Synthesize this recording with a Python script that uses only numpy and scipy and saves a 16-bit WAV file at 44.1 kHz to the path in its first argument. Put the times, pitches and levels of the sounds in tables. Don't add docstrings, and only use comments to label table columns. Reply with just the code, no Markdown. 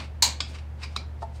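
import sys
import numpy as np
from scipy import signal
from scipy.fft import rfft, irfft, next_fast_len
from scipy.io import wavfile
from scipy.ndimage import map_coordinates

SR = 44100
rng = np.random.default_rng(int(sys.argv[2]) if len(sys.argv) > 2 else 0)


def put_to_file(sound):
    columns = np.atleast_2d(sound).T
    safe = np.clip(columns, -1, 1)
    whole_steps = np.round(safe * 32767)
    wavfile.write(sys.argv[1], SR, whole_steps.astype(np.int16))


N = 61739


def amp(db):
    return 10 ** (np.asarray(db) / 20)


def unit_rms(x):
    return x / np.sqrt(np.mean(x ** 2) + 1e-20)


def log_interp(points, hz):
    point_hz, values = np.transpose(points)
    return np.interp(np.log(hz + 1), np.log(point_hz + 1), values)


def since(start_s):
    return np.arange(N) / SR - start_s


def wobble(knots_per_s):
    knots = rng.standard_normal(int(N * knots_per_s / SR) + 4)
    return map_coordinates(knots, [np.arange(N) * knots_per_s / SR], mode="nearest")


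def coloured(x, spectrum, tilt_db_per_oct=0, peaks=()):
    hz = np.fft.rfftfreq(N, 1 / SR)
    gain_db = log_interp(spectrum, hz) + tilt_db_per_oct * np.log2(np.maximum(hz, 500) / 500)
    for centre_hz, width_hz, lift_db in peaks:
        gain_db += lift_db / (1 + (2 * (hz - centre_hz) / width_hz) ** 2)
    return unit_rms(irfft(rfft(x) * amp(gain_db), N))


def fractures(rate_per_s=14000, spread_db=2.5):
    breaks = rng.random(N) < rate_per_s / SR
    return breaks * rng.choice([-1, 1], N) * amp(spread_db * rng.standard_normal(N))


def burst(start_s, attack_s, hold_s, t60_s):
    t = since(start_s)
    release_db = -60 * np.maximum(t - attack_s - hold_s, 0) / t60_s
    return np.clip(t / attack_s, 0, 1) * amp(release_db)


def ring(start_s, modes, attack_s, rough_rad=0):
    t = np.maximum(since(start_s), 0)
    tones = np.zeros(N)
    for hz, db, t60_s in modes:
        decay = amp(db + rng.normal(0, 1) - 60 * t / t60_s)
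        phase = 2 * np.pi * (hz * t + rng.random()) + rough_rad * wobble(knots_per_s=160)
        tones += decay * np.sin(phase)
    return tones * (1 - np.exp(-t / attack_s))


def in_stable(x, wet_db, delay_s=.006):
    # (frequency [Hz], t60 [s])
    wall_t60 = [(200, .33), (950, 0.33), (2400, 0.342), (4500, 0.25), (9000, 0.2), (15000, 0.14)]
    hz, t, noise_stft = signal.stft(rng.standard_normal(SR // 2), SR, nperseg=256)
    decay = amp(-60 * t / log_interp(wall_t60, hz)[:, None])
    tail = signal.istft(noise_stft * decay, SR, nperseg=256)[1]
    tail *= np.clip(np.arange(len(tail)) / SR / delay_s - 1, 0, 1)
    return x + amp(wet_db) * signal.fftconvolve(x, tail / np.linalg.norm(tail))[:N]


def hum_and_air(drift_rad=.12, waver_db=.2, air_db=-47.5):
    # (frequency [Hz], rms level [dB])
    partials = [(74.9, -37), (120, -50.5), (149.8, -62.5), (225, -62)]
    # (frequency [Hz], relative level [dB])
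    air_spectrum = [(15, -43), (25, -32.5), (48, -17), (92, -13), (153, -19.5), (180, -24), (242, -29),
                    (301, -29.5), (545, -28.5), (624, -31), (695, -31), (988, -31.5), (1070, -36.5),
                    (1790, -39.5), (16000, -68)]
    hum = np.zeros(N)
    for hz, db in partials:
        level = amp(db + waver_db * wobble(knots_per_s=10))
        phase = 2 * np.pi * (hz * since(0) + rng.random()) + drift_rad * wobble(knots_per_s=18)
        hum += level * unit_rms(np.sin(phase))
    return hum + amp(air_db) * coloured(rng.standard_normal(N), air_spectrum)


def blade_strokes():
    # (peak time [s], level [dB], rise [s], fall [s], tilt [dB/octave])
    strokes = [(.003, -36.5, 0.025, 0.055, -3), (.045, -48, .02, 0.032, 0), (.495, -52, 0.045, 0.11, 4.5),
               (0.552, -43.5, 0.028, 0.046, -1.5), (0.587, -46, 0.0064, 0.026, -1),
               (0.838, -38, 0.038, 0.033, -1), (.93, -56.5, 0.082, 0.1, 0),
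               (0.962, -43.5, 0.0087, .004, -0.5), (1.226, -52, 0.025, 0.028, 4),
               (1.362, -56.5, 0.048, 0.063, 5)]
    # (frequency [Hz], relative level [dB])
    spectrum = [(200, -23), (500, -15.5), (1050, -1), (1750, -8), (2300, 3), (3300, -4.5), (5000, -6.5),
                (6600, -12.5), (8800, -14.5), (11500, -35), (14500, -32), (16000, -43)]
    # (centre [Hz], width [Hz], gain [dB])
    peaks = [(1510, 200, 2.5), (2350, 260, -3.5), (3916, 270, 3), (4680, 190, 4.5)]
    out = np.zeros(N)
    for peak_s, db, rise_s, fall_s, tilt_db_per_oct in strokes:
        t = since(peak_s)
        envelope = amp(db - 20 * np.maximum(-t / rise_s, t / fall_s))
        out += envelope * coloured(fractures(), spectrum, tilt_db_per_oct, peaks)
    return in_stable(out, wet_db=-12.5)


def leg_bumps():
    # (time [s], level [dB])
    jolts = [(.002, -47), (0.241, -40.5), (.41, -50), (0.497, -51), (0.858, -54), (0.966, -47.5)]
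    # (frequency [Hz], relative level [dB])
    spectrum = [(60, -38), (130, -12), (190, -2), (260, -8), (400, -17.5), (700, -14.5), (1500, -36.5),
                (6000, -76)]
    envelope = sum(amp(db) * burst(start_s, attack_s=.0035, hold_s=.018, t60_s=.38)
                   for start_s, db in jolts)
    return envelope * coloured(rng.standard_normal(N), spectrum)


def horn_crack(attack_s=.0012, ring_db=-21):
    # (time [s], level [dB])
    start_s, db = (.2225, -14)
    # (frequency [Hz], relative level [dB])
    spectrum = [(200, -31), (500, -25), (750, -12), (980, -7.5), (1200, -18.5), (1800, -14), (2350, -12),
                (3600, -13), (4100, 1), (5300, -9.5), (6050, -7.5), (6700, -4.5), (8500, -11), (9100, -19),
                (11300, -23), (12000, -18), (12600, -24), (14000, -23), (16000, -29.5)]
    # (frequency [Hz], relative level [dB], t60 [s])
    bright_modes = [(2310.4, -24, 0.19), (3980, 0.5, .18), (4310, -7.5, 0.17), (4255, -8.5, 0.18),
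                    (4326, -2.5, .24), (5020, -5.5, .16), (6540, 0.5, 0.1694), (6770, -10, 0.13),
                    (7150, -16, 0.15)]
    # (frequency [Hz], level [dB], t60 [s])
    body_modes = [(700, -36, .07), (790, -34, .1), (883, -27, .15), (984, -24.5, .16)]
    envelope = amp(db) * burst(start_s, attack_s, hold_s=.004, t60_s=.11)
    rush = envelope * coloured(fractures(), spectrum)
    bright = amp(ring_db) * ring(start_s, bright_modes, attack_s, rough_rad=1)
    rush = in_stable(rush, wet_db=-6)
    body = ring(start_s, body_modes, attack_s=.004, rough_rad=.6)
    return rush + bright + body


def horn_chips(echo_s=.009, echo_db=-13):
    # (time [s], level [dB], attack [s], hold [s], t60 [s], ring gain [dB], wet gain [dB])
    chips = [(.4037, -21, .0005, 0.0022, 0.033, -7, -10), (.9622, -25.5, .0015, 0.0026, 0.011, 0, -13)]
    # (frequency [Hz], relative level [dB])
    spectra = [
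        [(240, -38), (400, -13.5), (867, -17.5), (1210, -6.5), (1910, -9), (2790, -4.5), (3100, -4), (3830, -3),
         (4330, -7), (5030, 2.5), (5950, -17.5), (6920, -9), (8430, -17.5), (10600, -47), (15000, -53)],
        [(300, -11), (750, -17), (1250, -2), (1700, -16), (2400, -5), (3400, -10), (4000, -2), (4900, -4),
         (5500, -16), (8300, -16), (9200, -24), (11500, -35), (15500, -43)],
    ]
    # (frequency [Hz], relative level [dB], t60 [s])
    hoof_modes = [(1177, 3.5, .028), (1290, -9, .028), (2730, -11, 0.025), (3770, 6, 0.019),
                  (4700, -7, 0.014)]
    out = np.zeros(N)
    for (start_s, db, attack_s, hold_s, t60_s, ring_db, wet_db), spectrum in zip(chips, spectra):
        snap = burst(start_s, attack_s, hold_s, t60_s) * coloured(fractures(), spectrum)
        echo = amp(echo_db) * np.interp(since(echo_s), since(0), snap)
        snap = in_stable(snap, wet_db)
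        hoof = amp(ring_db) * ring(start_s, hoof_modes, attack_s)
        out += amp(db) * (snap + echo + hoof)
    return out


def blade_slips(attack_s=.001, ring_db=-3):
    # (time [s], level [dB])
    slips = [(0.8331, -37.5), (.8405, -44), (0.968, -36.5)]
    # (frequency [Hz], relative level [dB])
    spectrum = [(500, -1), (1700, -8), (2400, 6), (3300, -7), (5050, 6), (6500, -11), (9000, -15),
                (11500, -30), (14500, -26), (16000, -35)]
    # (frequency [Hz], relative level [dB], t60 [s])
    blade_modes = [(2110, -8, 0.12), (2357, 1.5, 0.17), (2356, -11, 0.16), (3960, 3.5, 0.034),
                   (4440, -14, .19), (4724, -5.5, .19), (5050, 2.5, 0.048)]
    out = np.zeros(N)
    for start_s, db in slips:
        tick = burst(start_s, attack_s, hold_s=.0007, t60_s=.025) * coloured(fractures(), spectrum)
        tick = in_stable(tick, wet_db=-6)
        blade = amp(ring_db) * ring(start_s, blade_modes, attack_s, rough_rad=1.7)
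        out += amp(db) * (tick + blade)
    return out


def hand_knock():
    # (time [s], level [dB])
    contacts = [(1.2205, -34), (1.2275, -31.5)]
    # (frequency [Hz], relative level [dB], t60 [s])
    hoof_modes = [(424, -0.5, 0.039), (625, 0, 0.095), (674, 2.5, 0.11), (826, 3, 0.082), (893, 4.5, 0.097),
                  (1110, -4, 0.046), (1290, 6, 0.024), (1800, -7, 0.03)]
    knock = sum(amp(db) * ring(start_s, hoof_modes, attack_s=.0043) for start_s, db in contacts)
    return in_stable(knock, wet_db=-17.5)


def scene():
    paring = horn_crack() + horn_chips() + blade_strokes() + blade_slips()
    handling = hand_knock() + leg_bumps()
    return (paring + handling + hum_and_air())[None]


def record(dry):
    ceiling, stop_hz, edge_hz = .6, 16200, 700
    limited = dry / (1 + np.abs(dry / ceiling) ** 6) ** (1 / 6)
    size = next_fast_len(N + SR // 2)
    edge = np.clip((stop_hz - np.fft.rfftfreq(size, 1 / SR)) / edge_hz, 0, 1)
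    low_pass = np.sin(np.pi / 2 * edge) ** 2
    return irfft(rfft(limited, size) * low_pass, size)[:, :N]


dry = scene()
out = record(dry)
put_to_file(out)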